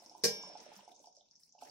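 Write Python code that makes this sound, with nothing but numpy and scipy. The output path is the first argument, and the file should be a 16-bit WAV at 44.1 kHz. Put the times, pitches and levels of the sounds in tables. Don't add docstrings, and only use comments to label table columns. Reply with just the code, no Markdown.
import sys
import numpy as np
from scipy import signal
from scipy.io import wavfile
from scipy.ndimage import uniform_filter1d

SR = 44100
rng = np.random.default_rng(int(sys.argv[2]) if len(sys.argv) > 2 else 0)


def linear_from_db(decibels):
    return 10 ** (np.asarray(decibels, float) / 20)


def store_pcm(level_fs):
    pcm = np.round(np.clip(level_fs, -1, 1) * 32767).astype(np.int16)
    wavfile.write(sys.argv[1], SR, np.atleast_2d(pcm).T)


N = 74970

LAND_S = .2365
POP_TURNS, POP_RISE = 4.97, 0.045


def evened(x):
    return x / np.sqrt(np.mean(x ** 2) + 1e-20)


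def read(points, hz):
    f, value = np.transpose(points)
    return np.interp(np.log(hz + 1), np.log(f + 1), value)


def add(mix, s, sound):
    part = mix[:, round(s * SR):][:, :sound.shape[1]]
    part += sound[:, :part.shape[1]]


def hiss(shape, patchy_db, flicker_db):
    # frequency_hz, likeness (0-1)
    likeness = [(30, .2), (150, 0.77), (600, 0.74), (1500, 0.038), (15000, 0.1)]
    most_db = 3.5
    frames, hz = N // 128 + 5, np.fft.rfftfreq(512, 1 / SR)
    a, b, c, d, p = rng.standard_normal((frames, 257, 5)).T
    patches = evened(uniform_filter1d(uniform_filter1d(p, 8, 0), 12, 1))
    flicker = evened(uniform_filter1d(rng.standard_normal(frames), 3))
    same = np.clip(read(likeness, hz), -1, 1)[:, None]
    left = a + 1j * b
    right = same * left + np.sqrt(1 - same ** 2) * (c + 1j * d)
    level_db = read(shape, hz)[:, None] + min(patchy_db, most_db) * patches
    level_db = level_db + min(flicker_db, most_db) * flicker
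    z = np.array([left, right]) * linear_from_db(level_db)
    return evened(signal.istft(z, nperseg=512, noverlap=384)[1][:, :N])


def blip(hz, turns, rise):
    u = np.arange(0, 3.3 * turns / hz, 1 / SR) * hz / turns
    swell = (3 * u * np.exp(1 - 3 * u)) ** 2
    return swell * np.sin(2 * np.pi * turns * u * (1 + rise * u))


def kitchen(x):
    # frequency_hz, t60_s
    decay = [(150, 0.85), (700, 0.36), (2000, 0.48), (6000, 0.46), (12000, 0.06)]
    taps = np.zeros((2, SR))
    at = np.arange(300, SR - 20, 20)[:, None] + rng.integers(0, 20, ((SR - 301) // 20, 2))
    np.put_along_axis(taps, at.T, rng.choice([-1., 1.], at.T.shape), 1)
    hz, t, z = signal.stft(taps, SR, nperseg=256)
    tail = signal.istft(z * linear_from_db(-60 * t / read(decay, hz)[:, None]), SR, nperseg=256)[1]
    return signal.fftconvolve(x, tail / np.linalg.norm(tail[0]), axes=1)[:, :N]


def rustles():
    # start_s, length_s, level_db, airy_share (0-1)
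    strokes = [
        (0, 0.17, -67.5, 0.51),
        (0.16, 0.064, -65.5, 0.84),
        (0.604, 0.048, -66, 0.65),
        (0.617, 0.26, -81, 0.93),
        (0.714, 0.17, -71.5, 1),
        (0.874, 0.084, -68.5, 0.39),
        (.97, 0.18, -74, 0.5),
        (1.318, 0.043, -79, 0.34),
        (1.388, 0.14, -71.5, 0.97),
        (1.6, 0.18, -60, 0.16),
    ]
    # frequency_hz, level_db per Hz
    leaf_shape = [(700, -21), (1500, -9), (3500, -15), (5300, -13), (9000, -21), (16000, -23)]
    # frequency_hz, level_db per Hz
    air_shape = [(4000, -26), (8000, -9.5), (12500, -17.5), (15000, -16)]
    t, out = np.arange(N) / SR, 0
    leaf, air = hiss(leaf_shape, 9, 3.9), hiss(air_shape, 4, 6.6)
    for s, length, db, top in strokes:
        rise = np.clip((t - s) / 0.017, 0, 1)
        fall = np.clip((s + length - t) / (0.73 * length), 0, 1)
        out = out + linear_from_db(db) * rise * fall * ((1 - top) * leaf + top * air)
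    return out


def muffled(x):
    return signal.sosfiltfilt(signal.butter(8, 1060, fs=SR, output="sos"), x)


def small_bubbles():
    per_s, sizes = 130, 10
    out = np.zeros((2, N))
    for hz in np.geomspace(420, 950, num=sizes):
        draw = rng.random((N, 2))
        train = (draw[:, 0] < per_s / sizes / SR) * linear_from_db(6.7 * draw[:, 1])
        out += signal.oaconvolve(train, blip(hz, POP_TURNS, POP_RISE))[:N]
    return evened(out + kitchen(out))


def simmer():
    # time_s, level_db
    opening = [(0, -63.5), (.2, -66), (.3, -55), (.55, -61), (.85, -67.5), (1.08, -75), (1.24, -89),
               (1.29, -86.5), (1.53, -91.5), (1.62, -70.5), (1.7, -60)]
    # frequency_hz, level_db per Hz
    gurgle_shape = [(25, -14.5), (110, -26.5), (300, 1.5), (500, -10.5), (750, -4), (980, -1),
                    (1100, -25.5), (3500, -55.5)]
    # frequency_hz, level_db per Hz
    fizz_shape = [(1500, -28.5), (3000, -25.5), (4400, -16), (5600, -4), (6500, -17), (10000, -25.5),
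                  (16000, -57)]
    # frequency_hz, level_db per Hz
    draught_shape = [(600, -32.5), (1200, 13.5), (3500, 11.5), (6000, 3.5), (9000, -41.5)]
    hum_shape = [(20, -20), (190, 9), (900, -23.5), (4000, -39), (16000, -11)]
    t = np.arange(N) / SR
    open_db = np.interp(t, *np.transpose(opening))
    sauce = 0.63 * hiss(gurgle_shape, 1.7, 1.8) + .5 * muffled(small_bubbles())
    gurgle = linear_from_db(open_db) * sauce * linear_from_db([[-2], [2]])
    fizz = linear_from_db(-65.5 + 0.4 * (open_db + 61.5)) * hiss(fizz_shape, 7.7, 5.8)
    opening_db = -9 * np.maximum(1 - (t - LAND_S) / .3, 0)
    shutting_db = -143 * np.maximum(t - 0.794, 0)
    draught_db = np.where(t < LAND_S, -11, opening_db + shutting_db)
    draught = linear_from_db(-65.5 + draught_db) * hiss(draught_shape, 0.83, 0.76)
    hum = linear_from_db(-86) * hiss(hum_shape, 1.5, 2.3)
    return gurgle + fizz + draught + hum


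def pops():
    # start_s, peak_db, pitch_hz
    bubbles = [(0.021, -54, 687), (0.113, -50.5, 740), (0.15, -43.5, 857), (0.436, -39, 1008),
               (.47, -49.5, 567), (.498, -50, 656), (0.515, -52.5, 592), (.354, -58, 507),
               (.829, -57.5, 575), (.914, -53, 690), (.979, -65, 717), (1.148, -69.5, 661),
               (1.535, -73.5, 780), (1.683, -70, 606), (0.553, -40, 768), (0.663, -47, 590),
               (0.717, -48.5, 784), (0.791, -49, 874), (0.877, -46.5, 749), (0.999, -59, 544),
               (1.042, -51.5, 806), (1.072, -50, 724), (1.173, -59, 593), (1.21, -62.5, 699),
               (1.55, -54.5, 727), (1.581, -55.5, 787), (1.623, -40, 747), (1.664, -64, 780)]
    echo_s, echo_db, pan_db = 0.00694, -7, -5
    out, pan = np.zeros((2, N)), linear_from_db(np.array([[.5], [-.5]]) * pan_db)
    for s, db, hz in bubbles:
        pop = pan * linear_from_db(db) * blip(hz, POP_TURNS, POP_RISE)
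        add(out, s, pop)
        add(out, s + echo_s, linear_from_db(echo_db) * pop)
    return out


def ticks():
    # start_s, peak_db, pitch_hz
    droplets = [(0.0611, -44.5, 5540), (0.096, -45, 5390), (0.1812, -55, 6100), (0.222, -52, 5760),
                (0.427, -43, 6200), (.534, -45.5, 5330), (0.5729, -46.5, 5480), (.5819, -57, 3800),
                (0.602, -42, 5680), (0.6352, -58, 5500), (0.7361, -53, 5300), (0.7646, -45.5, 5700),
                (0.8062, -56, 2920), (0.879, -54.5, 5680), (0.9077, -63, 5230), (0.9175, -55.5, 3660),
                (0.9531, -55.5, 6100), (0.9626, -50.5, 6030), (0.97, -59.5, 4970), (0.9933, -53.5, 6500),
                (1.0287, -81, 5700), (1.0383, -58, 5870), (1.0425, -60, 3440), (1.059, -51, 5650),
                (1.071, -49.5, 5470), (1.1262, -55.5, 5800), (1.1504, -57.5, 5440), (1.1666, -48.5, 5570),
                (1.185, -62, 6700), (1.209, -58, 3580), (1.286, -65.5, 4200), (1.311, -51, 5450),
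                (1.3549, -50.5, 5670), (1.3615, -53, 5610), (1.41, -61.5, 5240), (1.434, -49.5, 5160),
                (1.4787, -66.5, 5710), (1.4929, -56.5, 5730), (1.5239, -52, 6030), (1.5637, -64, 5840),
                (1.5826, -61, 4970), (1.588, -60, 2830), (1.611, -52, 5140), (1.635, -49, 5900),
                (1.6555, -53.5, 5570), (1.6964, -47, 4870)]
    turns, tail_t60_s, tail_db = 11, 0.08, -13
    out, t = np.zeros((2, N)), np.arange(4000) / SR
    for s, db, hz in droplets:
        band = signal.butter(4, np.array([.82, 1.18]) * hz, "band", fs=SR, output="sos")
        fizz = signal.sosfilt(band, rng.standard_normal((4000, 2)).T)
        add(out, s, linear_from_db(db + tail_db - 60 * t / tail_t60_s) * evened(fizz))
        lag = rng.uniform(0, 3 / SR)
        snap = linear_from_db(db) * blip(hz, turns, 0)[None]
        add(out[:1], s, snap)
        add(out[1:], s + lag, snap)
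    return out


def ring(modes, t, spread):
    hz, db, t60 = np.transpose(modes)[:, :, None]
    start, side = rng.random((len(modes), 2, 1)).transpose(1, 0, 2)
    tone = linear_from_db(db - 60 * t / t60) * np.exp(2j * np.pi * (hz * t + start))
    turned = tone * np.exp(1j * spread * np.sign(side - .5))
    return np.array([tone.imag.sum(0), turned.imag.sum(0)])


def vessel():
    # pitch_hz, level_db, t60_s
    base_modes = [(154, -16, .25), (197, -12, .33), (350.4, -11, .1), (430, -11, .4), (470, 5, .18),
                  (508, -2, .13), (598, -15, .45)]
    # pitch_hz, level_db, t60_s
    belly_modes = [(1335, -14, .48), (1626, -7, .8), (2164, -15, .8), (2303, 0, .67), (2369, -4, .29),
                   (2676, -12, .4), (2794, -11, 1.1), (2885, -9, .41), (3112, -11, 1.1), (3268, -7, .5),
                   (3521, -9, 1.1), (3763, -11, .6), (4021, -3, .25), (4323, -1, .24)]
    # pitch_hz, level_db, t60_s
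    wall_modes = [(4468, -16, .6), (4667, -14, .4), (4797, -2, .18), (5190, -10, .35), (5237, -4, .15),
                  (5297, -13, .3), (5368, -8, 1.2), (5437, -14, .64), (5644, -10, .7), (5846, -11, .28),
                  (6120, -11, .58), (6428, -6, .2), (6589, -9, .18), (6665, -2, .12)]
    # pitch_hz, level_db, t60_s
    rim_modes = [(7224, -4, .18), (7656, -5, .25), (8807, -6, .23), (9033, -4, .16), (9491, -11, .3),
                 (10300, -7, .18), (10510, -6, .17), (11250, -9, .2), (11590, -9, .35), (12770, 0, .1),
                 (13160, -2, .13), (13900, -10, .3), (14150, 0, .09), (14760, -11, .21)]
    # frequency_hz, level_db per Hz
    crowd_shape = [(90, -54), (300, -4.5), (900, -22.5), (1600, -12.5), (3200, -18.5), (5300, 2.5),
                   (8000, -14), (14000, -20.5), (15800, -18.5)]
    # frequency_hz, t60_s
    crowd_t60 = [(2000, 0.17), (6000, .17), (15000, 0.09)]
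    # after_landing_s, level_db
    contacts = [
        (0, 1),
        (.0045, 1.5),
        (.0125, -3.5),
        (.022, -8.5),
        (.042, -10),
    ]
    t = np.arange(30000) / SR
    pick = rng.random((300, 3))
    hz = 250 + 15500 * pick[:, 0]
    crowd_db = read(crowd_shape, hz) + 14 * pick[:, 1]
    crowd = np.c_[hz, crowd_db, read(crowd_t60, hz) * (.4 + 1.1 * pick[:, 2])]
    tones = linear_from_db(-32.5) * ring(wall_modes, t, 1.15)
    tones += linear_from_db(-45) * ring(belly_modes, t, 2.0)
    tones += linear_from_db(-40) * ring(rim_modes, t, 0.81)
    wall = linear_from_db(-70 * np.maximum(t - .24, 0)) * tones
    crack = linear_from_db(-28 - 60 * t / .08) * hiss(crowd_shape, 9, 7.5)[:, :30000]
    crack[:, :12000] += linear_from_db(-50.5) * ring(crowd, t[:12000], 1.63)
    base = linear_from_db(-28) * ring(base_modes, t, .7) * linear_from_db([[-2], [2]])
    out = np.zeros((2, N))
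    add(out, LAND_S, np.minimum(t / 0.0097, 1) * base + np.minimum(t / .016, 1) * wall)
    for s, db in contacts:
        add(out, LAND_S + s, linear_from_db(db) * np.minimum(t / 0.0014, 1) * crack)
    return out


def glugs():
    # start_s, peak_db, pitch_hz
    large = [
        (0.262, -67.5, 94.2),
        (.435, -62.5, 187),
        (0.602, -60, 446),
        (0.761, -60.5, 197.6),
        (.995, -71.5, 296.5),
        (1.615, -65.5, 257),
        (1.681, -66, 114),
    ]
    out = np.zeros((2, N))
    for s, db, hz in large:
        add(out, s, linear_from_db(db) * blip(hz, 12.0, 0.006) * linear_from_db([[-1.5], [1.5]]))
    return out


def scene():
    low, high, steel = muffled(pops()), ticks(), vessel()
    room = kitchen(linear_from_db(-6.5) * low + linear_from_db(-8.5) * high + linear_from_db(-19) * steel)
    return rustles() + simmer() + low + high + steel + glugs() + room


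def top_cut(x):
    return signal.sosfilt(signal.butter(12, 16370, fs=SR, output="sos"), x)


def record(dry):
    # frequency_hz, level_db per bin
    threshold = [(1600, -122), (3000, -117), (9000, -104)]
    gate_low_hz, depth_db, knee_db = 1600, -17, 7
    mask_db = -9
    t = np.arange(N) / SR
    dip = 1 - 1.9 * np.clip(1 - abs(t - .2315) / 0.0017, 0, 1)
    hz, _, z = signal.stft(dry * dip, SR, nperseg=1024)
    power = uniform_filter1d((abs(z) ** 2).mean(0), size=3, axis=0)
    power = abs(uniform_filter1d(power, size=4, axis=1)) + 1e-20
    near_db = 10 * np.log10(abs(uniform_filter1d(power, size=61, axis=0)) + 1e-20) + mask_db
    sill_db = np.maximum(read(threshold, hz)[:, None], near_db)
    weak = np.clip((sill_db - 10 * np.log10(power)) / knee_db, 0, 1) * (hz > gate_low_hz)[:, None]
    gated = signal.istft(z * linear_from_db(depth_db * weak), nperseg=1024)[1][:, :N]
    cut = signal.oaconvolve(gated, signal.firwin(255, 15900, fs=SR)[None], "same")
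    return top_cut(cut)


dry = scene()
out = record(dry)
store_pcm(out)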